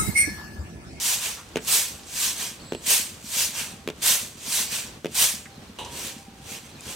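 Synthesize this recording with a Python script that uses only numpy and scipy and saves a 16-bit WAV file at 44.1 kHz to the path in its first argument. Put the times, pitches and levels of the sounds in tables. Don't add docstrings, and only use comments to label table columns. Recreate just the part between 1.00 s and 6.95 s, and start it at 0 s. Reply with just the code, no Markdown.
import sys
import numpy as np
from scipy import signal
from scipy.fft import rfft, irfft
from scipy.io import wavfile

SR = 44100
rng = np.random.default_rng(int(sys.argv[2]) if len(sys.argv) > 2 else 0)


def master(y):
    cut = np.clip(np.atleast_2d(y).T, -1, 1)
    pcm = np.round(cut * 32767)
    wavfile.write(sys.argv[1], SR, pcm.astype(np.int16))


N = 262395
TIME = np.arange(N) / SR
BINS = np.maximum(np.arange(N // 2 + 1) * SR / N, 1)

# [frequency_hz, density_db_per_hz]
YARD_COLOUR = [(20, -28), (35, -4), (55, 0.5), (80, 2), (130, -0.5), (230, -3.5), (440, -7), (700, -11),
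               (1100, -12), (2100, -16.5), (3200, -16.5), (4000, -16.5), (6000, -21.5), (9000, -26.5),
               (16000, -35)]
# [frequency_hz, likeness (1 = mono, 0 = unrelated)]
YARD_LIKENESS = [(60, 0.965), (200, 0.93), (550, 0.68), (1650, 0.12), (5000, 0.07), (15000, 0.11)]
# [start_s, length_s, level_db]
WHINES = [(0.9, 0.33, -63), (2.65, 0.23, -63), (4.4, 0.225, -59.5), (5.1, 0.55, -58)]
# [time_s, firings_per_s]
ENGINE_SPEED = [(0, 8.15), (2.0, 8.3), (2.2, 8.08), (3.7, 8.1), (4.4, 8.18), (4.5, 8.52), (5.95, 8.56)]
# [time_s, level_db]
ENGINE_LEVEL = [(0, -43), (1.1, -46), (1.7, -39), (3.4, -36.5), (4.5, -35), (5.95, -38)]
# [frequency_hz, relative_level_db, t60_s]
EXHAUST_MODES = [(80.6, -8, 0.42), (140, -10.5, .12), (210, 1, 0.042), (540, -12, 0.027)]
# [delay_s, gain_db]
ENGINE_ECHOES = [(0, 2), (.022, -7.5), (.053, -7.5)]
# [start_s, level_db]
CHIRPS = [(4.515, -61), (4.555, -56), (4.675, -61), (5.61, -64), (5.7, -59), (5.75, -56)]
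# [start_s, length_s, pitch_hz, buzz_width_hz, level_db]
TRILLS = [(0.58, 0.058, 8000, 250, -58), (1.598, 0.012, 4350, 299, -51), (1.615, 0.012, 4400, 300, -50),
          (1.638, 0.17, 4170, 900, -54), (1.62, 0.21, 7870, 520, -52.5), (5.784, 0.027, 2510, 100, -52.5)]
# [start_s, ring_db, clatter_db]
KNOCKS = [(4.7875, -34.5, -34), (4.848, -54, -42)]
# [frequency_hz, relative_level_db, t60_s]
BOWL_MODES = [(400, -10, .12), (860, -11, 0.4), (950, -4, 1.0), (1060, -15, .2), (2580, -11, .3),
              (2874, -0.5, 0.22), (3105, -6, .28), (3650, -13, 0.4), (3926, -12, 0.45), (3860, -13, 0.4),
              (6100, -15, .3)]
# [frequency_hz, density_db_per_hz]
CLATTER_COLOUR = [(150, -14), (400, 6), (650, -1), (1000, 6.5), (1300, -8), (2200, -8.5), (2900, 1),
                  (4000, -3.5), (5000, -16), (8000, -9), (16000, -29)]
# [start_s, level_db, centre_hz, t60_s]
TICKS = [(0.37, -42.5, 1220, .3), (0.489, -44, 7000, .012), (0.585, -37, 2000, .08),
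         (0.649, -31, 7500, 0.0077), (0.995, -40, 3200, 0.022), (1.034, -41, 4100, .02),
         (1.827, -39, 8500, .012), (2.962, -43, 6000, 0.011), (4.456, -39.5, 1700, 0.068),
         (4.848, -39, 5600, 0.09), (5.808, -35, 7000, .012)]
# [start_s, roll_length_s, first_finger_db, second_finger_db, third_finger_db, cane_rattle_db]
ROLLS = [(0.558, 0.016, -15, -18.5, -24, -20.5), (1.722, 0.027, -18.5, -28, -21.5, -27),
         (2.8758, 0.0252, -19.5, -20.5, -28, -23.5), (4.0457, 0.0213, -19, -19, -30.5, -26.5)]
# [frequency_hz, relative_level_db, t60_s]
TRAY_MODES = [(164, -5, 0.14), (250, -5.5, 0.037), (344, -11, 0.054), (392, -11, 0.066), (430, -5.5, 0.017),
              (880, -16, 0.055)]
# [frequency_hz, density_db_per_hz]
RATTLE_COLOUR = [(300, 2.5), (900, -5), (1800, -4), (2800, 2.5), (4600, -13), (6000, -10), (10000, -18.5),
                 (16000, -26)]
# [front_s, front_step_db, peak_s, peak_db, rise_db_per_s, fall_db_per_s]
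TOSSES = [(0.673, 9, 0.75, -19.5, 125, 140), (1.864, 7.5, 1.921, -19.0, 215, 142),
          (3.019, 12.5, 3.0876, -18.5, 267, 138), (4.146, 8, 4.226, -18.8, 195, 162)]
# [middle_s, hold_s, peak_db]
FLICKS = [(0.099, 0.028, -23.5), (1.25, 0.016, -24), (2.414, 0.0, -22.5), (3.579, 0.015, -23.5)]
# [peak_s, peak_db]
SLIDES = [(0.256, -28.5), (1.418, -30.1), (2.591, -30), (3.749, -29)]
# [middle_s, hold_s, peak_db]
SPREADS = [(5.033, 0.07, -35.5), (5.185, 0.017, -50.6), (5.534, 0.0006, -38.5), (5.663, 0.0, -49.5),
           (5.915, 0.0, -37.3)]
# [frequency_hz, density_db_per_hz]
GRAIN_COLOUR = [(150, -41), (300, -21.5), (450, -11.5), (750, -11.5), (1250, -12), (1600, -7), (2000, -7),
                (2400, -3), (5000, 0), (6000, 1.5), (8000, 1.5), (10000, -1.5), (13000, -7.5), (16000, -14)]
# [centre_hz, width_hz, gain_db]
WEAVE = [(1035, 190, 3.5), (1340, 240, -0.5), (2730, 250, 0.5), (3240, 410, 1), (5320, 400, -2),
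         (5880, 360, 1), (6050, 160, 0), (9200, 2000, 0.5), (9960, 870, -5.5), (10700, 250, -3),
         (11300, 160, -4), (11560, 350, 0)]
# [frequency_hz, likeness (clipped to 1)]
GRAIN_LIKENESS = [(400, 0.5), (1000, 1.15), (2200, 0.5), (3300, 0.7), (4900, 0.4), (6000, 0.77),
                  (7200, 0.3), (8900, 0.8), (10500, 0.5), (15000, .5)]
# [frequency_hz, left_minus_right_db]
GRAIN_PAN = [(400, -1.5), (1600, -0.9), (2600, -5), (4600, 2.5), (5600, -2), (6700, 2), (7900, -5),
             (9400, 0.5), (10600, 0.5), (13000, 1.5), (15500, -2)]

WHINE_HZ, WHINE_WIDTH_HZ = 785, 36
ENGINE_FIRES_AT_S = 3.354
CHIRP_S, CHIRP_FROM_HZ, CHIRP_TO_HZ, CHIRP_WIDTH_HZ = 0.023, 4290, 3950, 200
RUB_HZ, RUB_WIDTH_HZ, RUB_S, RUB_DB = 433.5, 230, 0.13, -15
SECOND_FINGER_S = 0.0116
RATTLE_FOLLOWS = 0.29
FRONT_S, FORERUN_DB_PER_S = 0.003, 129
BODY_GROWTH, SIZZLE_GROWTH = -0.037, 0.19
REST_DB = -60.5
CUTOFF_HZ = 15900


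def from_db(db):
    return 10 ** (np.asarray(db) / 20)


def rms_one(x):
    return x / np.sqrt(np.mean(x ** 2) + 1e-20)


def in_time(rows):
    s, *columns = np.transpose(rows)
    return [np.interp(TIME, s, c) for c in columns]


def at_bins(points):
    hz, value = np.transpose(points)
    return np.interp(np.log(BINS), np.log(hz), value)


def drift(rate_hz):
    return rms_one(irfft(rfft(rng.standard_normal(N)) / (1 + (BINS / rate_hz) ** 2), N))


def soften(x, hz):
    return signal.sosfilt(signal.butter(2, min(hz, .45 * SR), fs=SR, output="sos"), x)


def between(x, low_hz, high_hz):
    return signal.sosfilt(signal.butter(2, [low_hz, min(high_hz, .45 * SR)], "band", fs=SR, output="sos"), x)


def stereo(pair, colour_db, likeness):
    mid, side = rfft(pair)
    alike = np.clip(at_bins(likeness), -1, 1)
    return from_db(colour_db) * (np.sqrt(1 + alike) * mid + np.sqrt(1 - alike) * side * [[1], [-1]])


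def noise(colour, likeness):
    return rms_one(irfft(stereo(rng.standard_normal((2, N)), at_bins(colour), likeness), N))


def clicks(times, level_db):
    at = np.clip(np.round(np.asarray(times) * SR).astype(int), 0, N - 1)
    return np.bincount(at, from_db(level_db), N) + 1e-18


def ring(force, hz, t60):
    r, w = from_db(-60 / (t60 * SR)), 2 * np.pi * hz / SR
    return signal.lfilter([1, -r * np.cos(w)], [1, -2 * r * np.cos(w), r * r], force)


def strike(times, level_db, modes, spread_db):
    chance = rng.standard_normal((len(times), len(modes)))
    out = 0
    for k, (hz, mode_db, t60) in enumerate(modes):
        force = clicks(times, level_db + mode_db + spread_db * chance[:, k])
        out = out + ring(force, hz, t60)
    return out


def dying(times, level_db, t60):
    power = signal.lfilter([1], [1, -from_db(-120 / (t60 * SR))], clicks(times, 2 * level_db))
    return np.sqrt(np.abs(power))


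def calls(rows, buzz=.8):
    out = np.zeros(N)
    for start, length, from_hz, to_hz, width, db in rows:
        at = np.flatnonzero((TIME >= start) & (TIME < start + length))
        u = np.linspace(0, 1, len(at))
        a, b = rms_one(soften(rng.standard_normal((2, SR)), width / 2))[:, -len(at):]
        phase = 2 * np.pi * np.cumsum(from_hz + (to_hz - from_hz) * u) / SR
        tone = (1 + buzz * a) * np.sin(phase) + buzz * b * np.cos(phase)
        out[at] += from_db(db) * rms_one(np.sqrt(4 * u * (1 - u)) * tone)
    return out


def yard_air():
    return from_db(-46.54) * noise(YARD_COLOUR, YARD_LIKENESS) * from_db(1.9 * drift(4.1))


def whine():
    rows = [(s, length, WHINE_HZ, WHINE_HZ, WHINE_WIDTH_HZ, db) for s, length, db in WHINES]
    return calls(rows, buzz=0.78)


def engine(low_hz=120, distance_cut_hz=310):
    turns = np.cumsum(in_time(ENGINE_SPEED)[0]) / SR
    turns = turns - np.interp(ENGINE_FIRES_AT_S, TIME, turns)
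    fired = np.flatnonzero(np.diff(np.floor(turns)))
    thuds = strike(TIME[fired], in_time(ENGINE_LEVEL)[0][fired], EXHAUST_MODES, spread_db=2.5)
    echoed = sum(from_db(db) * np.interp(TIME - lag, TIME, thuds, left=0) for lag, db in ENGINE_ECHOES)
    return between(echoed, low_hz, distance_cut_hz)


def birds():
    chirps = [(s, CHIRP_S, CHIRP_FROM_HZ, CHIRP_TO_HZ, CHIRP_WIDTH_HZ, db) for s, db in CHIRPS]
    trills = [(s, length, hz, hz, width, db) for s, length, hz, width, db in TRILLS]
    return calls(chirps, buzz=0.9) + calls(trills, buzz=1.7)


def yard_echo(x, t60=0.22, cut_hz=3500):
    t = TIME[:SR // 2]
    scatter = soften(rng.standard_normal(len(t)) + .5 * rng.standard_normal((2, len(t))), cut_hz)
    scatter = scatter * from_db(-60 * t / t60) * (t > .008)
    return signal.fftconvolve(x, scatter / np.sqrt(np.sum(scatter ** 2) / 2), axes=1)[:, :N]


def bowl(clatter_t60=0.42, pan_db=-2.0):
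    s, ring_db, clatter_db = np.transpose(KNOCKS)
    metal = soften(strike(s, ring_db, BOWL_MODES, spread_db=1.5), 7000)
    clatter = noise(CLATTER_COLOUR, GRAIN_LIKENESS) * dying(s, clatter_db, clatter_t60)
    return metal * from_db([[pan_db], [-pan_db]]) + clatter


def ticks():
    white = rng.standard_normal(N) + 0.57 * rng.standard_normal((2, N))
    return sum(rms_one(between(white, 0.77 * hz, 1.37 * hz)) * dying([s], np.array([db]), t60)
               for s, db, hz, t60 in TICKS)


def stray_grains(per_s=60, size_db=-39):
    size = from_db(size_db + 2 * np.minimum(rng.exponential(1, N), 3))
    hits = (rng.random(N) < per_s / SR) * size
    return between(hits, 2200, 9600) * from_db(2 * np.array([drift(200), drift(200)]))


def palm():
    rubs = [(s - (hold_s + RUB_S) / 2, hold_s + RUB_S, RUB_HZ, RUB_HZ, RUB_WIDTH_HZ, db + RUB_DB)
            for s, hold_s, db in SPREADS]
    return calls(rubs, buzz=3.5)


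def finger_taps(radiate_hz=245, pad_hz=720, crack_db=0.5, rattle_t60=0.01, tail_t60=0.073, tail_db=-15):
    taps = []
    for start, length, *fingers_db, cane_db in ROLLS:
        for finger_db, delay in zip(fingers_db, [0, SECOND_FINGER_S, length]):
            taps.append((start + delay, finger_db, cane_db + RATTLE_FOLLOWS * (finger_db - fingers_db[0])))
    s, thump_db, rattle_db = np.transpose(taps)
    thump = between(strike(s, thump_db, TRAY_MODES, spread_db=1.5), radiate_hz, pad_hz)
    shaking = dying(s, rattle_db + crack_db, rattle_t60) + dying(s, rattle_db + tail_db, tail_t60)
    return thump + noise(RATTLE_COLOUR, GRAIN_LIKENESS) * shaking


def swell(peak_s, peak_db, rise_db_per_s, fall_db_per_s, round_s, hold_s=0):
    away_s = np.maximum(np.abs(TIME - peak_s) - hold_s / 2, 0)
    slope = np.where(TIME < peak_s, rise_db_per_s, fall_db_per_s)
    return peak_db - slope * (np.hypot(away_s, round_s) - round_s)


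def landing(front_s, step_db, peak_s, peak_db, rise_db_per_s, fall_db_per_s):
    early_s = front_s - TIME
    held_back_db = step_db * (1 + np.tanh(early_s / FRONT_S)) / 2 + FORERUN_DB_PER_S * np.maximum(early_s, 0)
    return swell(peak_s, peak_db, rise_db_per_s, fall_db_per_s, round_s=0.03) - held_back_db


def powers(swells, body_db, sizzle_db):
    patter = np.sum(from_db(swells) ** 2, axis=0) + 1e-20
    share = patter / patter.max()
    body = share ** BODY_GROWTH * from_db(body_db) ** 2
    sizzle = share ** SIZZLE_GROWTH * from_db(sizzle_db) ** 2
    return patter * np.array([body, np.ones_like(share), sizzle])


def movements():
    tosses = [landing(*toss) for toss in TOSSES]
    flicks = [swell(s, db, rise_db_per_s=179.5, fall_db_per_s=255, round_s=0.057, hold_s=hold_s)
              for s, hold_s, db in FLICKS]
    slides = [swell(s, db, rise_db_per_s=310, fall_db_per_s=165, round_s=0.047) for s, db in SLIDES]
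    spreads = [swell(s, db, rise_db_per_s=235, fall_db_per_s=320, round_s=0.058, hold_s=hold_s)
               for s, hold_s, db in SPREADS]
    total = (powers(tosses, body_db=-9.5, sizzle_db=-2.5) + powers(flicks, body_db=-10.5, sizzle_db=-4.5)
             + powers(slides, body_db=-6.5, sizzle_db=-6.0) + powers(spreads, body_db=-5.0, sizzle_db=-6.0)
             + powers([[REST_DB]], body_db=-0.5, sizzle_db=-7.0))
    return 10 * np.log10(total)


def shifting(x, patch_db, patch_hz=350, patch_s=0.035):
    cells = signal.stft(x, SR, nperseg=512)[2]
    field = rng.standard_normal(cells.shape[1:])
    for axis, length in enumerate([patch_hz * 512 / SR, patch_s * SR / 256]):
        field = signal.lfilter([1], [1, -np.exp(-2 / length)], field, axis=axis)
    return signal.istft(cells * rms_one(from_db(patch_db * rms_one(field))), SR)[1][:, :N]


def grain(hits_per_s=60000, flicker_db=0.46, body_trim_db=-0.52, patter_trim_db=-0.97, sizzle_trim_db=0.26,
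          left_lag_s=1e-5):
    body_db, patter_db, sizzle_db = movements()
    density = np.clip(hits_per_s * from_db(.6 * (patter_db + 24.5)) / SR, .02, 1)
    hits = (rng.random((2, N)) < density) * rng.standard_normal((2, N)) / np.sqrt(density)
    weave_db = sum(db / (1 + (2 * (BINS - hz) / width) ** 2) for hz, width, db in WEAVE)
    spectra = stereo(hits, at_bins(GRAIN_COLOUR) + weave_db, GRAIN_LIKENESS)
    spectra = spectra * from_db(at_bins(GRAIN_PAN) * [[.5], [-.5]])
    spectra = spectra * np.exp(-2j * np.pi * BINS * [[left_lag_s], [0]])
    above_body = 1 / (1 + (3000 / BINS) ** 6)
    above_patter = 1 / (1 + (9500 / BINS) ** 14)
    parts = [(1 - above_body, body_db + body_trim_db),
             (above_body - above_patter, patter_db + patter_trim_db),
             (above_patter, sizzle_db + sizzle_trim_db)]
    sound = sum(rms_one(irfft(spectra * share, N)) * from_db(db) for share, db in parts)
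    return shifting(sound, patch_db=1.8) * from_db(flicker_db * drift(46))


def scene():
    far = engine() + birds() + whine()
    handling = bowl() + ticks() + stray_grains() + palm() + finger_taps()
    around = handling + from_db(-21) * yard_echo(handling) + yard_air() + far
    return grain() + around * from_db([[-.25], [.25]])


def record(dry, low_cut_hz=45):
    low_loss = 1 + (low_cut_hz / BINS) ** 4
    top_loss = 1 + (BINS / CUTOFF_HZ) ** 400
    return irfft(rfft(dry) / np.sqrt(low_loss * top_loss), N)


dry = scene()
out = record(dry)
master(out)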